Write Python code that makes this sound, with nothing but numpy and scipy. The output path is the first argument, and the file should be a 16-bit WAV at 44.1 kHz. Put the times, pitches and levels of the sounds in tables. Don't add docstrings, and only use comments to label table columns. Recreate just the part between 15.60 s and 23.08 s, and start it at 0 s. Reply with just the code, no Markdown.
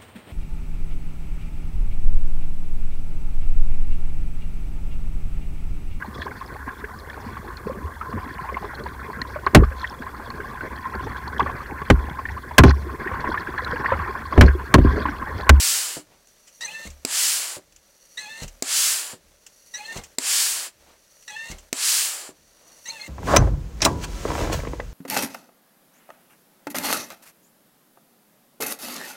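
import sys
import numpy as np
from scipy import signal
from scipy.fft import rfft, irfft
from scipy.io import wavfile

SR = 44100
rng = np.random.default_rng(int(sys.argv[2]) if len(sys.argv) > 2 else 0)


def dump(signal):
    limited = np.clip(np.atleast_2d(signal).T, -1, 1)
    pcm = np.round(limited * 32767).astype(np.int16)
    wavfile.write(sys.argv[1], SR, pcm)


N = 329868
TIME = np.arange(N) / SR
BINS = np.maximum(np.arange(N // 2 + 1) * SR / N, 1)
REST_S = 0.188

# [start t/s, top reached t/s, peak flow level/dB, time to peak t/s, slowing dB per s,
#             time to shut t/s, pop level/dB, knock on the stop level/dB], levels before each source's own trim
UPSTROKES = [ (-0.125, 0.369, -19.5, 0.19, 64, 0.1, -12, -27.5),
             (1.4493, 1.968, -20, .195, 65, 0.055, -13.5, -31.5),
             (3.023, 3.533, -19, 0.21, 92, 0.069, -13.5, -34),
             (4.584, 5.074, -19.5, 0.19, 62.5, 0.055, -15, -52),
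             (6.1279, 6.691, -19.5, 0.21, 87.5, 0.066, -14, -34.5), ]
# [valve opens t/s, handle lands t/s, seal rub level/dB, grip friction level/dB,
#               leak on opening level/dB, leak on landing level/dB, thump level/dB], levels likewise
DOWNSTROKES = [ (1.009, 1.254, -54, -54, -41, -49, -34), (2.573, 2.821, -54.5, -58.5, -46, -44.5, -32),
               (4.139, 4.363, -53.5, -58, -48.5, -44, -33), (5.679, 5.901, -55, -59.5, -49.5, -46.5, -34.5),
               (7.257, 7.494, -51.5, -54.5, -46.5, -47, -33), ]


def from_db(db):
    return 10 ** (np.asarray(db) / 20)


def rms_one(x):
    return x / np.sqrt(np.mean(x ** 2) + 1e-20)


def at_hz(points, hz):
    known_hz, values = np.transpose(points)
    return np.interp(np.log(hz), np.log(known_hz), values)


def noise(gains):
    return rms_one(irfft(rfft(rng.standard_normal(N)) * gains, N))


def coloured(spectrum):
    return noise(from_db(at_hz(spectrum, BINS)))


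def resonant(peaks):
    power = np.zeros(len(BINS))
    for hz, width, db in peaks:
        detuning = (BINS - hz * hz / BINS) / width
        power += from_db(db) ** 2 / (1 + detuning ** 2)
    return noise(np.sqrt(power))


def drift(rate):
    return noise(1 / (1 + (BINS / rate) ** 2))


def gate(start, end, fade):
    return np.clip(1 + np.minimum(TIME - start, end - TIME) / fade, 0, 1)


def swell(at, width):
    return np.exp(-np.minimum(((TIME - at) / width) ** 2, 60))


def fall(age, time_constant):
    return np.exp(-np.clip(age / time_constant, 0, 60))


def bursts(rows):
    out = np.zeros(N)
    for s, db, rise, t60 in rows:
        near = slice(*np.searchsorted(TIME, [s - .5, s + .5]))
        age = TIME[near] - s
        onset = np.exp(-(np.minimum(age, 0) / rise) ** 2)
        out[near] += from_db(db - 60 * np.maximum(age, 0) / t60) * onset
    return out


def strikes(rows, delay=0):
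    out = np.zeros(N)
    for s, db in rows:
        if 0 <= s + delay < TIME[-1]:
            out[round((s + delay) * SR)] += from_db(db)
    return out


def ring(force, modes):
    out = np.zeros(N)
    for hz, db, t60 in modes:
        radius = np.exp(-np.log(1000) / (t60 * SR))
        turn = 2 * np.pi * hz / SR
        feedback = [1, -2 * radius * np.cos(turn), radius * radius]
        out += from_db(db) * signal.lfilter([0, np.sin(turn)], feedback, force + 1e-18)
    return out


def intake_flow(rise_db=22, curve=3.25, round_s=.1):
    flow = np.zeros(N)
    for start, top, db, peak_s, slowing, shut_s, _, _ in UPSTROKES:
        near = slice(*np.searchsorted(TIME, [start, top + 2 * shut_s]))
        age = TIME[near] - start
        rising = rise_db * np.maximum(1 - age / peak_s, 0) ** curve
        easing = slowing * (np.hypot(np.maximum(age - peak_s, 0), round_s) - round_s)
        flow[near] += from_db(db - rising - easing)
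    return flow


def intake(full_flow_db=-24, jet_db=-1.0, flutter_db=0.2, wander_db=.35, wander_rate=40,
           passage_db=-11, passage_growth=0.62, seat_db=-21, seat_growth=0.51,
           lift_db=-15, lift_s=0.038, treble_lag_s=0.026):
    # [f/Hz, relative level/dB per Hz]
    hiss = [(120, -64), (270, -24.5), (500, -19.5), (900, -14), (1400, -10), (2200, -9), (3150, -7),
            (3700, -8), (4700, -4), (6000, -4.5), (7900, -2), (10300, -5.5), (11600, -11), (16000, -15.5)]
    # [f/Hz, dB per dB], floored at .05 below
    growth_rates = [(200, -2.1), (600, 0), (1300, 0.58), (3000, 1.18), (5500, 1.35), (7600, 1.27),
                    (10000, 1.09), (15000, 1.5)]
    # [f/Hz, width f/Hz, relative level/dB]
    passage_peaks = [(1350, 48, -17), (1716, 23, 9.5), (2570, 160, -13), (2920, 360, 2), (4500, 1000, 2),
                     (7260, 430, 8.5), (9900, 1000, -28), (14500, 1500, -29)]
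    # [f/Hz, width f/Hz, relative level/dB]
    seat_peaks = [(7800, 630, 14), (8000, 480, -18)]
    flow = intake_flow() / from_db(full_flow_db)
    jet_spectrum = rfft(coloured(hiss))
    known_hz = [row[0] for row in growth_rates]
    jet = np.zeros(N)
    for (hz, growth), share in zip(growth_rates, np.eye(len(growth_rates))):
        band = irfft(jet_spectrum * np.interp(np.log(BINS), np.log(known_hz), share), N)
        lag = treble_lag_s * (hz / known_hz[-1]) ** 2
        late = np.interp(TIME - lag, TIME, flow)
        jet += band * late ** max(growth, .05) * from_db(wander_db * drift(wander_rate))
    passage = from_db(passage_db) * resonant(passage_peaks) * flow ** passage_growth
    lifting = bursts([(start + lift_s, lift_db, lift_s, .3) for start, *_ in UPSTROKES])
    seat = (from_db(seat_db) + lifting) * resonant(seat_peaks) * flow ** seat_growth
    valve_open = np.zeros(N)
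    for start, top, _, _, _, shut_s, _, _ in UPSTROKES:
        valve_open += gate(start, top - .008, shut_s) ** 2
    level = from_db(full_flow_db + flutter_db * drift(200))
    return valve_open * level * (from_db(jet_db) * jet + passage + seat)


def valve_note(notes, overtones_db, jitter, shimmer_db, rasp):
    pitch = sum((on > 0) * hz for on, hz, _ in notes) * (1 + jitter * drift(200))
    phase = 2 * np.pi * np.cumsum(pitch) / SR
    gains = list(sum(on * np.array(partials) for on, _, partials in notes))
    gains += [gains[-1] * from_db(db) for db in overtones_db]
    note = np.zeros(N)
    for k, gain in enumerate(gains, 1):
        frayed_phase = k * phase + rasp * k * k * drift(67)
        note += gain * from_db(shimmer_db * drift(38)) * np.sin(frayed_phase)
    return np.sqrt(2) * note


def chirps(attack_s=0.0048, bend=0.84, upper_fade=0.53):
    # [length t/s, from f/Hz, to f/Hz, fade of partial 1 dB per s, starting level/dB of partials 1, 2, 3]
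    chirp_rows = [ (.054, 1840, 2090, 90, -40.5, -37, -39.5), (0.048, 1865, 2120, 324, -31.5, -38.5, -41.5),
                  (.036, 1890, 2035, 260, -34.5, -40, -37.5), (.027, 1890, 1980, 450, -35, -42, -41),
                  (0.039, 1890, 2050, 560, -36, -42.5, -42.5), ]
    notes = []
    for (opens, *_), (length, low_hz, high_hz, fade, *levels) in zip(DOWNSTROKES, chirp_rows):
        way = np.clip((TIME - opens) / length, 0, 1)
        partials = [from_db(db - fade * upper_fade ** k * length * way) for k, db in enumerate(levels)]
        on = gate(opens + attack_s / 2, opens + length, attack_s)
        notes.append((on, low_hz + (high_hz - low_hz) * way ** bend, partials))
    return notes


def buzzes(hold_db=-59, opening_s=0.039, fundamental_s=0.026, third_s=0.1):
    # [t/s, f/Hz]
    pitch_curves = [
        [(1.02, 927), (1.048, 934), (1.068, 833), (1.086, 827.6), (1.11, 876), (1.25, 909)],
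        [(2.61, 862), (2.674, 834), (2.688, 873), (2.778, 900), (2.792, 924), (2.82, 903)],
        [(4.172, 854), (4.2, 824.1), (4.218, 848), (4.226, 843), (4.29, 905), (4.36, 912)],
        [(5.69, 870), (5.706, 844.3), (5.744, 842), (5.766, 889), (5.894, 923), (5.9, 934)],
        [(7.305, 911), (7.369, 888.6), (7.383, 848), (7.427, 842), (7.441, 900), (7.48, 905)],
    ]
    # [opening level/dB, time to fundamental's swell t/s,
    # its level/dB, time to octave's swell t/s, its width t/s, its level/dB, third partial level/dB]
    buzz_rows = [ (-37, 0.087, -50, 0.17, 0.051, -38.5, -47), (-42, .1, -48.5, 0.14, 0.089, -42.5, -49),
                 (-43, 0.076, -47, .16, 0.031, -40, -54), (-42.5, 0.053, -44, 0.13, 0.061, -39, -46.5),
                 (-62, 0.069, -50, .105, 0.019, -46, -52), ]
    notes, hold = [], from_db(hold_db)
    for (opens, lands, *_), curve, row in zip(DOWNSTROKES, pitch_curves, buzz_rows):
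        opening_db, first_at, first_db, octave_at, octave_s, octave_db, third_db = row
        sag = swell(opens + first_at, fundamental_s)
        octave = from_db(opening_db) * swell(opens + opening_s / 2, opening_s)
        octave += from_db(octave_db) * swell(opens + octave_at, octave_s)
        third = from_db(third_db) * swell(opens + octave_at, third_s)
        partials = [hold + from_db(first_db) * sag, hold + octave * (1 - sag), hold + third]
        notes.append((gate(opens + .008, lands, .008), np.interp(TIME, *np.transpose(curve)), partials))
    return notes


def sings(sharp_hz=30, settle_s=0.01877, octave_fade_db=4):
    # [start t/s, end t/s, f/Hz, level/dB of partials 1, 2 before the dip,
    #                               midway dip of partial 2 in dB (negative: a swell; partial 1 takes half)]
    sing_rows = [(1.066, 1.25, 2062, -55, -50, 6), (2.631, 2.81, 2095, -55, -41, 23),
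                 (4.186, 4.35, 2110, -58, -48.5, 5), (5.716, 5.885, 2112, -62, -51, 5),
                 (7.399, 7.468, 2110, -50.5, -54, -6.5)]
    notes = []
    for start, end, hz, first_db, second_db, dip_db in sing_rows:
        way = np.clip((TIME - start) / (end - start), 0, 1)
        dip = dip_db * np.sin(np.pi * way)
        pitch = hz + sharp_hz * fall(TIME - start, settle_s)
        partials = [from_db(first_db - dip / 2), from_db(second_db - dip - octave_fade_db * way)]
        notes.append((gate(start, end, .003), pitch, partials))
    return notes


def whistle(jitter=0.0149):
    # [start t/s, end t/s, from f/Hz, to f/Hz, level/dB at the height of the swell]
    whistle_rows = [(1.012, 1.036, 4700, 5070, -40), (1.044, 1.059, 6110, 6400, -29),
                    (1.069, 1.1, 2440, 2640, -35), (1.095, 1.133, 2760, 3400, -44),
                    (1.262, 1.281, 2070, 2300, -41.5), (2.693, 2.73, 3550, 3700, -45),
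                    (4.195, 4.219, 2370, 2654, -41), (4.214, 4.272, 2750, 3690, -50),
                    (4.37, 4.415, 2130, 2200, -48), (5.69, 5.767, 3390, 3240, -48),
                    (5.734, 5.783, 2470, 3245, -46), (5.912, 5.943, 2135, 2170, -44),
                    (7.27, 7.318, 2160, 2570, -44), (7.279, 7.299, 6300, 6580, -30.5),
                    (7.294, 7.316, 4170, 4290, -30.5), (7.382, 7.442, 3380, 3500, -51),
                    (7.385, 7.444, 2580, 2650, -64)]
    out, wobble = np.zeros(N), 1 + jitter * drift(234)
    for start, end, low_hz, high_hz, db in whistle_rows:
        way = np.clip((TIME - start) / (end - start), 0, 1)
        pitch = (low_hz + (high_hz - low_hz) * way ** 2) * wobble
        envelope = from_db(db) * np.sin(np.pi * way ** 1.25)
        out += envelope * np.sin(2 * np.pi * np.cumsum(pitch) / SR)
    return np.sqrt(2) * out


def leak_flow(hold_db=-57.5, settle_s=0.066, swell_s=0.043, linger_s=0.016, release_s=0.018):
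    flow = np.zeros(N)
    for opens, lands, _, _, open_db, land_db, _ in DOWNSTROKES:
        opening = from_db(open_db) * fall(TIME - opens, settle_s)
        landing = from_db(land_db) * fall(lands - TIME, swell_s)
        dying = fall(TIME - lands - linger_s, release_s)
        flow += (from_db(hold_db) + opening + landing) * gate(opens, lands + REST_S, 0.0015) * dying
    return flow


def check_valve(leak_db=0, coupling_db=0, sputter_db=2.0):
    # [f/Hz, relative level/dB per Hz]
    leak_colour = [(150, -7), (500, 1.5), (1300, 8), (2000, -19), (3000, -2), (4300, 16), (5200, -16),
                   (6500, 9), (8500, 7), (11000, -3), (16000, -10)]
    # [f/Hz, width f/Hz, relative level/dB]
    coupling = [(915, 190, -12), (1970, 100, 12.5), (2780, 150, 11.5), (3640, 210, -5), (4220, 93, 0.5),
                (6150, 640, 6), (7440, 700, 0.5)]
    chirp = valve_note(chirps(), overtones_db=[-9], jitter=0.0078, shimmer_db=4.0, rasp=0.21)
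    buzz = valve_note(buzzes(), overtones_db=[-8.0, -16, -16.5, -14], jitter=0.0023, shimmer_db=3.0, rasp=0.041)
    sing = valve_note(sings(), overtones_db=[-9], jitter=0.0024, shimmer_db=6.5, rasp=.07)
    air = from_db(leak_db) * coloured(leak_colour) + from_db(coupling_db) * resonant(coupling)
    leak = leak_flow() * air * from_db(sputter_db * drift(130))
    return chirp + buzz + sing + whistle() + leak


def pops(crack_db=1, crack_lag=0.0017, tail_db=-19, recoil_db=2, recoil_lag=0.00097, push_db=-1):
    # [f/Hz, level/dB, t60/s]
    body = [(266.6, -18, 0.069), (362, -15, 0.021), (450, -15, 0.013), (638, -20, 0.025)]
    # [f/Hz, relative level/dB per Hz]
    crack_colour = [(800, -11.5), (2500, -1), (3500, -7), (4800, 1.5), (6000, -0.5), (7600, 6.5),
                    (9500, -7.5), (11000, -8), (16000, -14)]
    hits = [(start, db) for start, *_, db, _ in UPSTROKES]
    force = strikes(hits) - from_db(recoil_db) * strikes(hits, delay=recoil_lag)
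    crack = bursts([(s + crack_lag, db + crack_db, .0007, .008) for s, db in hits])
    tail = bursts([(s + crack_lag, db + tail_db, .0007, .06) for s, db in hits])
    return from_db(push_db) * ring(force, body) + (crack + tail) * coloured(crack_colour)


def thumps(bounce_db=-1, bounce_lag=.0205, scuff_db=-28, lean_db=-89, lean_s=0.13):
    # [f/Hz, level/dB, t60/s]
    floor = [(36, -3.5, 0.32), (44.2, -15, 0.26), (71.1, -5.5, 0.43), (109.2, -6.5, 0.097),
             (147.6, -3.5, 0.075), (202, -3.5, 0.07), (296, -11, 0.067), (478, -8, 0.05),
             (540, -17.5, 0.069)]
    hits = [(lands, db) for _, lands, *_, db in DOWNSTROKES]
    landing = strikes(hits) + from_db(bounce_db) * strikes(hits, delay=bounce_lag)
    scuff = bursts([(s, db, .002, .15) for s, db in hits]) * rng.standard_normal(N)
    leaning = bursts([(top + lean_s, lean_db, .06, .5) for _, top, *_ in UPSTROKES])
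    leaning *= rng.standard_normal(N)
    boom = ring(leaning + landing + from_db(scuff_db) * scuff, floor)
    return signal.sosfilt(signal.butter(3, 27, "high", fs=SR, output="sos"), boom)


def top_stops(knock_db=-5, rattle_db=-26, rattle_t60=0.11, low_cut_hz=120):
    # [f/Hz, level/dB, t60/s]
    handle = [(171.6, -20.5, 0.25), (300, -14, 0.15), (353, -15, 0.069), (385, -9.5, 0.058),
              (502, -2, 0.023), (620, -4.5, 0.019), (1000, -5.5, 0.0084)]
    hits = [(top, db) for _, top, *_, db in UPSTROKES]
    rattle = bursts([(s, db, .002, rattle_t60) for s, db in hits]) * rng.standard_normal(N)
    knock = ring(from_db(knock_db) * strikes(hits) + from_db(rattle_db) * rattle, handle)
    return signal.sosfilt(signal.butter(1, low_cut_hz, "high", fs=SR, output="sos"), knock)


def shaft(push_s=0.6, rub_rise_db_per_s=34, rub_rest_db=-66, idle_db=-68, rest_db=-62,
          grain_db=2.0, friction_db=2, grip_ring_db=-5, stick_db=2.0, uneven_db=0.6):
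    # [f/Hz, width f/Hz, relative level/dB]
    tube = [(1940, 120, -13), (2800, 180, -14), (4440, 110, -4), (5780, 56, 2), (5900, 93, -1),
            (6420, 430, -7.5), (9700, 3500, -14.5)]
    # [f/Hz, relative level/dB per Hz]
    friction_colour = [(60, -10), (150, 4), (240, 5.5), (520, 2), (750, 4.5), (1300, 3), (1900, 3.5),
                       (3000, -1), (6000, 1), (16000, -7)]
    # [f/Hz, width f/Hz, relative level/dB]
    grip_peaks = [(162, 60, -7), (560, 75, -1.5)]
    # [t/s, level/dB, rise t/s, t60/s]
    rustle_rows = [(0.544, -57, 0.055, 0.25), (2.834, -44.5, 0.034, 0.19), (3.72, -68.5, 0.016, 0.075),
                   (4.385, -41, 0.073, 0.23), (5.32, -58.5, 0.13, 0.43), (5.926, -47, 0.04, 0.34),
                   (7.15, -58, .2, 0.52)]
    # [f/Hz, relative level/dB per Hz]
    rustle_colour = [(60, -11), (300, 3.5), (700, 4.5), (1400, -2), (2500, -5), (6000, -10), (16000, -24)]
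    # [t/s, level/dB, rise t/s, t60/s]
    tick_rows = [(0.673, -47.5, 0.00048, 0.011), (0.882, -48.5, 0.011, 0.099), (1.304, -44, 0.0022, 0.079),
                 (2.124, -51.5, 0.00081, 0.035), (2.163, -48, 0.0019, .05), (2.835, -35.5, 0.0041, 0.056),
                 (2.880, -39, 0.0012, .07), (3.867, -40, 0.0025, 0.048), (4.376, -34, 0.0048, 0.036),
                 (4.438, -37.5, 0.0018, 0.085), (5.627, -48.5, 0.0016, 0.048), (5.915, -36, 0.0035, 0.05),
                 (5.985, -43, 0.0021, 0.092)]
    # [f/Hz, relative level/dB per Hz]
    tick_colour = [(300, -8), (1200, -3.5), (2900, 8.5), (4000, -4), (5800, 9), (7600, 8.5), (10000, -7),
                   (16000, -9)]
    seals, grip = np.zeros((2, N))
    for opens, lands, rub_db, grip_db, *_ in DOWNSTROKES:
        pushing = gate(opens - push_s, opens, 0.0057)
        loaded = gate(opens + 0.036, lands, 0.052)
        resting = gate(lands, lands + REST_S, .01)
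        seals += pushing * from_db(rub_db - rub_rise_db_per_s * np.maximum(opens - TIME, 0))
        seals += resting * from_db(rub_rest_db)
        grip += pushing * from_db(idle_db) + loaded * from_db(grip_db) + resting * from_db(rest_db)
    rub = seals * resonant(tube) * from_db(grain_db * drift(91) + uneven_db * drift(8.2))
    scuffing = coloured(friction_colour) + from_db(grip_ring_db) * resonant(grip_peaks)
    friction = grip * scuffing * from_db(friction_db + stick_db * drift(80))
    rustle = bursts(rustle_rows) * coloured(rustle_colour) * from_db(stick_db * drift(40))
    ticks = bursts(tick_rows) * coloured(tick_colour)
    return rub + friction + rustle + ticks


def room(x, wet_db=-20, t60=0.21, low_hz=350, wall_hz=5000):
    age = TIME[:SR // 2]
    tail = rng.standard_normal(len(age)) * np.exp(-np.log(1000) * age / t60) * (age > .004)
    tail = signal.sosfilt(signal.butter(1, [low_hz, wall_hz], "band", fs=SR, output="sos"), tail)
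    return x + from_db(wet_db) * signal.fftconvolve(x, tail / np.linalg.norm(tail))[:N]


def quiet_room(level_db=-63, waver_db=1.0):
    # [f/Hz, relative level/dB per Hz]
    quiet_colour = [(15, -60), (25, 4), (58, -6.5), (161, -10.5), (531, -4), (936, -15), (1330, -10.5),
                    (3340, -13), (4370, -10.5), (5280, -13), (5880, -9), (7110, -14), (16000, -20)]
    return coloured(quiet_colour) * from_db(level_db + waver_db * drift(18.0))


def scene():
    pump = intake() + check_valve() + pops() + top_stops() + thumps() + shaft()
    return np.tile(room(pump) + quiet_room(), (2, 1))


def record(dry, overload=.45, cutoff_hz=15900):
    rounded = dry / (1 + (dry / overload) ** 4) ** (1 / 4)
    return signal.sosfilt(signal.ellip(12, .1, 80, cutoff_hz, fs=SR, output="sos"), rounded)


dry = scene()
out = record(dry)
dump(out)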